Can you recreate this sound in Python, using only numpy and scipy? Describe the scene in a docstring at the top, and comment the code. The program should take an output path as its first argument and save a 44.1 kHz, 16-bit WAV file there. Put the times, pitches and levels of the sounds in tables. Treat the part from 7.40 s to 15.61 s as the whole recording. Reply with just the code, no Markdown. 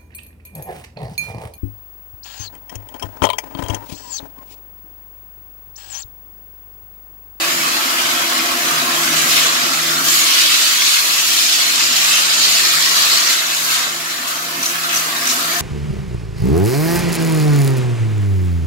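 """A welding arc fries in a steel compartment: random pressure snaps, echoed by the walls and coloured.
Its gas jet is denser snaps, hissing up as the arc is drawn out; fine fizz and droplet pops join in.
Bursting drops spit as noise puffs; the molten pool squeaks as short whistles over noisy partials.
Noise through low resonances makes the steel boom, over rumble and air; wavering sines are a machine.
Two closely spaced microphones hear it, mostly as a diffuse wash."""
import sys
import numpy as np
from scipy import signal
from scipy.fft import rfft, irfft, next_fast_len
from scipy.io import wavfile
from scipy.ndimage import uniform_filter1d, map_coordinates

SR = 44100
rng = np.random.default_rng(int(sys.argv[2]) if len(sys.argv) > 2 else 0)


def write(x):
    x = np.atleast_2d(x).T
    wavfile.write(sys.argv[1], SR, np.round(np.clip(x, -1, 1) * 32767).astype(np.int16))

N = 362061

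# Half widths are where a resonance's gain has halved. Levels are relative: sources add offsets.
# molten pool: start_s, frying_level_db
POOL_LEVEL = [(0.0, -30), (1.6, -28), (1.85, -27.5), (2.2, -29), (2.6, -30.5), (2.75, -30), (3.2, -32),
              (3.65, -33), (4.1, -34.5), (4.46, -31.5), (4.55, -31.5), (5.1, -31.5), (5.7, -29.5),
              (6.2, -34), (6.36, -31), (6.55, -33.5), (7.0, -34.5), (7.9, -30.5), (8.21, -31)]
# frying spectrum: freq_hz, density_db
FRYING_SPECTRUM = [(300, -26), (600, -11), (900, -9), (1130, 0.5), (1400, -1), (1700, -1), (2100, -5),
                   (2700, -9), (4000, -9.5), (7400, -18), (9000, -22.5)]
# gas jet, grows as the arc is drawn out, sinks as it is shortened: start_s, level_db
JET_LEVEL = [(0, -23.5), (1.15, -24), (1.74, -21.5), (1.98, -18), (2.17, -21), (2.62, -21.5), (2.82, -15),
             (3.35, -16), (3.7, -17), (4.03, -15.5), (4.5, -17), (4.75, -15.5), (4.88, -17), (5.05, -16),
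             (5.45, -16), (5.8, -17), (6.1, -20.5), (6.36, -20.5), (6.52, -24.5), (6.75, -28.5), (7.1, -30),
             (7.65, -25.5), (8.21, -25.5)]
# jet spectrum: freq_hz, density_db
JET_SPECTRUM = [(700, -40), (1400, -7.5), (2000, -6), (2600, -4), (3400, -0.5), (4350, -1), (5300, -1),
                (6300, -2), (7300, -3.2), (8000, -7), (8800, -13), (11000, -14.5), (15700, -33)]
# fine spark fizz, choked while the arc is short: start_s, level_db
FIZZ_LEVEL = [(0, -23), (1.2, -23.5), (1.95, -20.5), (2.2, -24), (2.6, -22), (2.85, -20), (4.0, -19.5),
              (4.45, -23), (4.92, -24.5), (5.1, -19.5), (5.8, -21.5), (6.08, -25), (6.3, -20), (6.5, -29),
              (7.12, -27.5), (7.45, -25.8), (8.21, -23)]
# fizz spectrum: freq_hz, density_db
FIZZ_SPECTRUM = [(2000, -18), (5000, -1.5), (7500, 1.5), (8700, -3), (9600, -3), (10700, 1), (12200, 0.5),
                 (14000, -1), (15700, -4)]
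# sudden flare-ups: start_s, release_after_s, jet_lift_db, fizz_lift_db
FLARES = [(0.588, 0.11, 2.5, 0), (1.75, .05, 4, 1), (1.877, 0.12, 1, 2.5), (2.633, 0.15, 0, 5),
          (3.03, 0.2, 0.5, 0.5), (3.44, 0.11, 2, 0.5), (3.683, 0.035, 0.5, -2), (4.549, 0.26, 1, 3.5),
          (4.998, 0.22, 2, -1), (5.562, 0.24, 1, .7), (5.882, 0.031, 2.5, 4), (6.267, .1, 1.2, 0),
          (6.865, .03, 4.5, 5.5), (7.213, 0.11, 2, 4), (7.523, 0.067, 1.5, 5), (7.86, 0.075, 2.5, 4)]
# hiss bands that stand out by turns: centre_hz, half_width_hz
JET_BANDS = [(2900, 1100), (4400, 510), (7080, 300)]
# band levels against the jet: start_s, hollow_db, bright_db, piercing_db
JET_BAND_LEVELS = [(0, -5.5, -7, -24), (.65, -2, -11, -24), (1.6, -7, -20, -24), (1.88, -9, -13, -24),
                   (1.985, 2, -9, -22), (2.06, -2, -11, -22), (2.2, -12, -11, -24), (2.62, -14, -16, -22),
                   (2.69, -16, -12, -5), (2.78, -9, -7, -9), (2.95, -4.5, -11, -20), (3.25, -6, -8, -22),
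                   (3.5, -11, -8, -22), (3.7, -9, -11, -22), (4.35, -11, -8, -16), (4.75, -7, -17, -13),
                   (4.93, -11, -5, -24), (5.1, -14, -8, -9), (5.3, -13, -9, -18), (5.7, -12, -4, -22),
                   (6.15, -19, -16, -15), (7.47, -8, -15, -24), (7.495, 4.5, -16, -24),
                   (7.65, -10.5, -22, -24), (8.21, -14, -20, -24)]
# steel plate resonances: centre_hz, half_width_hz, lift_db (width is of the dB curve)
PLATE_MODES = [(1334, 27, 3), (2120, 6.5, 1.5), (2600, 31, 2), (2990, 18, 2.5), (3960, 19, 3.5),
               (4200, 8.3, 6), (4700, 11, 2.5), (7050, 82, 0), (7830, 14, 0.5)]
# stereo difference; standing waves reach both microphones alike: freq_hz, side_gain_db
SIDE_SPECTRUM = [(30, 12), (80, 6), (150, -8), (300, -6), (600, -1), (1000, 0)]
# compartment resonances: centre_hz, half_width_hz, level_db
HOLLOW_MODES = [(252.3, 18.8, 3), (280, 32, -3.5), (352.5, 20.7, 0), (654, 59, -8.5), (683, 22, 1.5),
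                (1314, 30, -0.5)]
# ringing of the hollow: start_s, level_db
BOOM_LEVEL = [(0, -37), (.12, -32), (.42, -34), (.53, -34), (.7, -31.5), (1.8, -32), (2.22, -34.5),
              (2.6, -33), (3, -43), (3.68, -43), (3.85, -39.5), (5.7, -41), (5.95, -45), (6.6, -40.5),
              (7.3, -39), (7.6, -41), (7.88, -31), (8.21, -37)]
# broad rumble: start_s, level_db
RUMBLE_LEVEL = [(0, -36.5), (.8, -38.5), (1.42, -36), (2.05, -35), (2.3, -37), (2.7, -37.5), (3.1, -44),
                (3.65, -44), (4.1, -47), (4.6, -41.5), (5.45, -41.5), (5.72, -40), (6.15, -45), (6.4, -42),
                (6.7, -43), (7.3, -42.5), (8.05, -40), (8.21, -41)]
# rumble spectrum: freq_hz, density_db
RUMBLE_SPECTRUM = [(60, -21), (90, -19), (125, -5.5), (200, -5), (300, 1.5), (450, -3.5), (650, 1.5),
                   (900, -4.5), (1500, -35)]
# machine hum: start_s, level_db
HUM_LEVEL = [(0, -50), (.22, -44.5), (.45, -56), (.72, -60), (.98, -51), (1.17, -62), (1.33, -39.5),
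             (1.48, -46), (1.6, -38.5), (1.78, -35), (1.9, -42), (2.03, -40), (2.2, -47.5), (2.43, -37),
             (2.72, -42), (2.95, -54), (3.45, -51.5), (4.05, -55.5), (4.55, -46), (5.7, -45.5), (5.9, -48),
             (6.3, -46), (6.47, -50), (6.6, -44), (6.77, -54), (6.97, -46), (7.6, -42.5), (7.85, -46),
             (8.21, -41)]
# slow drift of the machine's tones: start_s, hum_hz, lower_drone_hz, upper_drone_hz
MACHINE_PITCH = [(0, 159, 332, 700), (1.3, 158, 335.4, 708), (3.2, 159.5, 330.3, 694),
                 (4.6, 160.6, 340.7, 692.6), (8.21, 163.2, 344, 698)]
# machine drone: start_s, lower_level_db, upper_level_db
DRONE_LEVEL = [(0, -35.5, -35), (.15, -32, -39), (.35, -37, -53), (.8, -35, -35.5), (1.42, -38.5, -33.5),
               (1.7, -33, -43), (2.2, -42, -39), (2.6, -34.5, -49), (3.1, -40.5, -54), (3.65, -49, -55),
               (3.95, -43.5, -48), (4.7, -47, -48), (5.7, -48, -45), (6.6, -49, -44.5), (7.3, -43.5, -40),
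               (7.95, -42, -39), (8.21, -39, -36)]
# low rush of air: start_s, level_db
AIR_LEVEL = [(0, -54), (2.2, -51), (3, -56), (4.6, -54), (5.4, -52), (5.9, -58), (7.3, -60), (8.21, -52)]
# air spectrum: freq_hz, density_db
AIR_SPECTRUM = [(20, -16), (50, -6), (90, -2), (130, 6), (400, 0), (1000, -37)]
# bursting metal drops: start_s, level_db
SPITS = [(0.6494, -12), (1.058, -10), (1.7679, -8), (1.9594, -6), (2.0644, -3), (2.6838, -3), (2.7194, -5),
         (2.7694, -9), (3.1602, -7), (3.2106, -8), (3.4484, -7), (4.5634, -1), (4.935, -3), (4.9944, -11),
         (5.251, -8), (5.458, -1), (5.7309, -4), (6.1664, -9), (7.4899, -15), (7.854, -7)]
# gas squeaking out of the pool: start_s, length_s, pitch_hz, whistle_level_db, partials_level_db
SQUEAKS = [(6.874, .016, 7150, -35, -31), (7.227, .008, 6000, -20, -24), (7.241, .004, 4250, -23, -26),
           (7.257, .008, 5880, -19, -22), (7.288, .006, 6080, -23, -27), (7.526, .009, 6000, -26, -32),
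           (7.54, 0.012, 6020, -21.5, -22), (7.558, .017, 6020, -21, -23), (7.595, .006, 6080, -22, -26),
           (7.869, .01, 6000, -23, -19), (7.89, .006, 5920, -22, -18), (7.898, .008, 3780, -24, -22),
           (7.911, .007, 6650, -23, -22)]
# partials shared by all squeaks: freq_hz, level_db
SQUEAK_PARTIALS = [(2870, -6), (3600, -2), (4100, -4), (4700, -12), (5300, -1), (5650, -2), (6000, 2),
                   (6700, 0), (7050, -1), (8100, 1), (10700, -5)]

MIC_DELAY_S = .00046  # travel time between the microphones
TOP_HZ = 15760
FLARE_ATTACK_S, FLARE_RELEASE_S = 0.018, .035  # release: time constant
PARTIAL_HALF_WIDTH_HZ, WHISTLE_LINEWIDTH_HZ = 110, 91
SQUEAK_ATTACK_S, SQUEAK_RELEASE_S = .0015, .003  # release: time constant
SQUEAK_ECHO_DB, SQUEAK_ECHO_T60_S = -11, 0.26


def amp(db):
    """Decibels to gain."""
    return 10 ** (np.asarray(db) / 20)


def unit(x):
    """Scale to rms 1."""
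    return x / np.sqrt(np.mean(x ** 2) + 1e-20)


def along(points, hz):
    """(Hz, value) points read on a log axis."""
    point_hz, value = np.transpose(points)
    return np.interp(np.log(hz + 1), np.log(point_hz + 1), value)


def curves(rows):
    """One value per sample for each column after the time."""
    time_s, *columns = np.transpose(rows)
    return [np.interp(np.arange(N) / SR, time_s, column) for column in columns]


def wobble(knots_per_s):
    """Smooth random curve."""
    knots = rng.standard_normal(int(N * knots_per_s / SR) + 4)
    return map_coordinates(knots, [np.arange(N) * knots_per_s / SR])


def filtered(x, response):
    """x times a response of frequency."""
    size = next_fast_len(N + SR // 2)
    return irfft(rfft(x, size) * response(np.fft.rfftfreq(size, 1 / SR)), size)[..., :N]


def coloured(x, spectrum):
    """x shaped by a spectrum that falls away below its first point."""
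    return filtered(x, lambda hz: amp(along(spectrum, hz)) * np.minimum(hz / spectrum[0][0], 1) ** 2)


def band(hz, centre_hz, half_width_hz):
    """Gain of one resonance, 1 at its centre."""
    return 1 / (1 + ((hz - centre_hz) / half_width_hz) ** 2)


def narrow(response):
    """Unrelated noise at each microphone through a response; rms 1."""
    return unit(filtered(rng.standard_normal((2, N)), response))


def diffuse(pair):
    """Sound from all sides: microphones agree mainly on waves longer than their spacing."""
    def mid_side_gain(hz):
        alike = .98 * np.sinc(2 * hz * MIC_DELAY_S)
        side_power = amp(along(SIDE_SPECTRUM, hz)) ** 2
        return np.sqrt([1 + alike, (1 - alike) * side_power])

    mid, side = filtered(pair, mid_side_gain)
    return np.array([mid + side, mid - side]) / np.sqrt(2)


def compartment(x, direct_db, tail_db, early_t60_s, tail_t60_s):
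    """Reflections turn snaps into dying noise: a flurry off the near plates, then a longer tail."""
    t = np.arange(SR // 2) / SR
    flurry = amp(-60 * t / early_t60_s) ** 2
    tail = amp(-60 * t / tail_t60_s) ** 2
    decay = flurry / flurry.sum() + amp(tail_db) ** 2 * tail / tail.sum()
    power = np.abs(signal.fftconvolve(x ** 2, decay / decay.sum())[:N])
    wet = diffuse(np.sqrt(power) * rng.standard_normal((2, N)))
    lag = int(MIC_DELAY_S * SR * .9)  # the arc is overhead, nearer to one microphone
    direct = np.array([x, np.pad(x, (lag, 0))[:N]])
    return (wet + amp(direct_db) * direct) / np.sqrt(1 + amp(direct_db) ** 2)


def shifting(pair, depth_db, size):
    """Reflections reinforce and cancel frequencies, differently as the welder and hot air move."""
    spectrum = signal.stft(pair, SR, nperseg=1024)[2]
    shared = rng.standard_normal(spectrum.shape[1:])
    chance = shared + .5 * rng.standard_normal(spectrum.shape)
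    bins, frames = size
    field = uniform_filter1d(uniform_filter1d(chance, bins, axis=1), frames, axis=2)
    gain = unit(amp(depth_db * unit(field)))
    return signal.istft(spectrum * gain, SR, nperseg=1024)[1][:, :N]


def sparks(rate_per_s, spread_db):
    """Random pressure snaps of scattered but bounded size; rms 1."""
    fires = rng.random(N) < rate_per_s / SR
    size = np.minimum(rng.standard_normal(N), 2)
    return unit(fires * np.sign(rng.standard_normal(N)) * amp(spread_db * size))


def spatter(rate_per_s, pitch_hz, cycles, spread_db):
    """Flying droplets pop all around as decaying sines of scattered pitch and life; rms 1."""
    times = np.flatnonzero(rng.random(N) < rate_per_s / SR)
    pitch, life, size, way = rng.standard_normal((4, len(times), 1))
    hz = pitch_hz * np.exp(np.tanh(.6 * pitch))
    n = np.arange(SR // 80)
    decay = np.exp(-n / SR * hz / (cycles * np.exp(0.58 * life)))
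    pops = amp(spread_db * size) * np.sin(2 * np.pi * hz * n / SR) * decay
    lag = np.rint(np.tanh(way) * MIC_DELAY_S * SR / 2).astype(int)

    def heard(side):
        at = np.maximum(times[:, None] + n + side * lag, 0).ravel()
        return np.bincount(at, pops.ravel(), N)[:N]

    pair = np.array([heard(1), heard(-1)])
    return unit(filtered(pair, lambda f: np.minimum(f / 2000, 1) ** 3))  # small drops make no bass


def arc(jet_db, fizz_db):
    """Pool fries, gas hisses, droplets pop, sparks fizz; snaps flutter as drops cross the gap."""
    frying_db, = curves(POOL_LEVEL)
    flutter = wobble(90)
    snaps = sparks(rate_per_s=1600, spread_db=3) * amp(0.43 * flutter)
    frying = compartment(snaps, direct_db=-7.5, tail_db=0, early_t60_s=0.05, tail_t60_s=0.42)
    frying = shifting(frying, depth_db=1.36, size=(4, 3))
    gas = sparks(rate_per_s=12000, spread_db=3.5) * amp(0.45 * flutter + 1.7 * wobble(200))
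    jet = compartment(gas, direct_db=-8.5, tail_db=8, early_t60_s=0.02, tail_t60_s=0.21)
    jet = shifting(jet, depth_db=2, size=(18, 2))
    ticks = sparks(rate_per_s=8000, spread_db=3) * amp(0.2 * flutter)
    fizz = compartment(ticks, direct_db=-16, tail_db=-9, early_t60_s=0.027, tail_t60_s=0.18)
    pops = spatter(rate_per_s=550, pitch_hz=3707, cycles=16.5, spread_db=3.0)
    return (amp(frying_db + 8.5) * unit(coloured(frying, FRYING_SPECTRUM))
            + amp(jet_db + 1.0) * unit(coloured(jet, JET_SPECTRUM))
            + amp((jet_db + frying_db) / 2 - 2.5) * pops
            + amp(fizz_db) * unit(coloured(fizz, FIZZ_SPECTRUM)))


def jet_ring(jet_db):
    """Hollow, bright and piercing noise bands of the jet stand out by turns and flicker."""
    out = np.zeros((2, N))
    for (hz, half_width_hz), band_db in zip(JET_BANDS, curves(JET_BAND_LEVELS)):
        hiss = narrow(lambda f: band(f, hz, half_width_hz) * np.minimum(f / 2100, 1) ** 4)
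        out += amp(jet_db + band_db + 2.0 * wobble(35)) * hiss
    return out


def plates(pair):
    """The steel plates favour a few fixed pitches."""
    def lift(f):
        return amp(sum(db * band(f, hz, half_width_hz) for hz, half_width_hz, db in PLATE_MODES))

    return filtered(pair, lift)


def boom():
    """Noise keeps the steel hollow ringing at low resonances, over a broad, lumpy rumble."""
    def modes(f):
        return np.sqrt(sum((amp(db) * band(f, hz, half_width_hz)) ** 2
                           for hz, half_width_hz, db in HOLLOW_MODES))

    boom_db, = curves(BOOM_LEVEL)
    rumble_db, = curves(RUMBLE_LEVEL)
    ring = unit(diffuse(filtered(rng.standard_normal((2, N)), modes)))
    rumble = diffuse(coloured(rng.standard_normal((2, N)), RUMBLE_SPECTRUM))
    rumble = unit(shifting(rumble, depth_db=3.5, size=(3, 7)))
    return amp(boom_db - 1.0 + 1.66 * wobble(10)) * ring + amp(rumble_db + 0.47 * wobble(6.3)) * rumble


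def tone(hz):
    """Sine of varying pitch; rms 1."""
    return unit(np.sin(2 * np.pi * np.cumsum(hz) / SR))


def machine():
    """A hum of nearly steady pitch under a two-tone drone that swells and flutters at random."""
    hum_db, = curves(HUM_LEVEL)
    hum_hz, *drone_hz = curves(MACHINE_PITCH)
    out = amp(hum_db - 2.0 + 1.1 * wobble(14)) * tone(hum_hz + 1.12 * wobble(9))
    for hz, db in zip(drone_hz, curves(DRONE_LEVEL)):
        out += amp(db - 4 + 3.6 * wobble(24)) * tone(hz + 7 * wobble(36))
    return out


def air_rush():
    """Low rush of air in the space: diffuse coloured noise."""
    air_db, = curves(AIR_LEVEL)
    air = unit(diffuse(coloured(rng.standard_normal((2, N)), AIR_SPECTRUM)))
    return amp(air_db + 3.9 * wobble(9.9)) * air


def flare(start_s, release_after_s):
    """Attack, hold and release of one flare-up, 0 to 1."""
    t = np.arange(N) / SR - start_s
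    release = np.exp(-np.maximum(t - release_after_s, 0) / FLARE_RELEASE_S)
    return np.clip(t / FLARE_ATTACK_S, 0, 1) * release


def arc_levels():
    """Jet and fizz in dB, each briefly shifted by the flare-ups."""
    jet_db, = curves(JET_LEVEL)
    fizz_db, = curves(FIZZ_LEVEL)
    for start_s, release_after_s, jet_lift_db, fizz_lift_db in FLARES:
        shape = flare(start_s, release_after_s)
        jet_db = jet_db + jet_lift_db * shape
        fizz_db = fizz_db + fizz_lift_db * shape
    return jet_db, fizz_db


def spits():
    """Each bursting drop is a short sharp noise puff with the jet's colour."""
    puffs = np.zeros(N + SR)
    t = np.arange(SR // 8) / SR
    for start_s, db in SPITS:
        decay = amp(db + 0.5 - 60 * t / 0.035)  # 60 dB in 35 ms
        puffs[round(start_s * SR):][:len(t)] += decay * rng.standard_normal(len(t))
    echoed = compartment(puffs[:N], direct_db=-20, tail_db=-6, early_t60_s=.018, tail_t60_s=0.37)
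    return coloured(echoed, JET_SPECTRUM)


def squeaks():
    """A few milliseconds of phase-wandering whistle over noisy partials, with a short echo."""
    def partial_gain(f):
        return sum(amp(db) * band(f, hz, PARTIAL_HALF_WIDTH_HZ) for hz, db in SQUEAK_PARTIALS)

    out = np.zeros((2, N + SR))
    t = np.arange(SR // 4) / SR
    cluster = narrow(partial_gain)
    phase_step = np.sqrt(2 * np.pi * WHISTLE_LINEWIDTH_HZ / SR)
    for start_s, length_s, pitch_hz, whistle_db, partials_db in SQUEAKS:
        start = round(start_s * SR)
        drift = np.cumsum(rng.standard_normal((2, len(t))), axis=1) * phase_step
        whistle = np.sqrt(2) * np.sin(2 * np.pi * pitch_hz * t + drift)
        after_s = np.maximum(t - length_s, 0)
        release = np.exp(-after_s / SQUEAK_RELEASE_S)
        echo = amp(SQUEAK_ECHO_DB - 60 * after_s / SQUEAK_ECHO_T60_S)
        shape = np.minimum(t / SQUEAK_ATTACK_S, 1) * np.maximum(release, echo)
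        partials = np.roll(cluster, -start, axis=1)[:, :len(t)]
        squeak = amp(whistle_db + 0.5) * whistle + amp(partials_db) * partials
        out[:, start:start + len(t)] += shape * squeak
    return out[:, :N]


def scene():
    """Arc and drops, coloured by the walls, with squeaks and the low sounds."""
    jet_db, fizz_db = arc_levels()
    welding = plates(arc(jet_db, fizz_db) + jet_ring(jet_db) + spits())
    welding = shifting(welding, depth_db=2.5, size=(2, 10))
    return welding + squeaks() + boom() + machine() + air_rush()


def record(dry):
    """Round off the highest peaks, then cut all above the band limit."""
    rounded = dry / (1 + np.abs(dry) ** 8) ** (1 / 8)
    return filtered(rounded, lambda hz: hz < TOP_HZ)


dry = scene()
out = record(dry)
write(out)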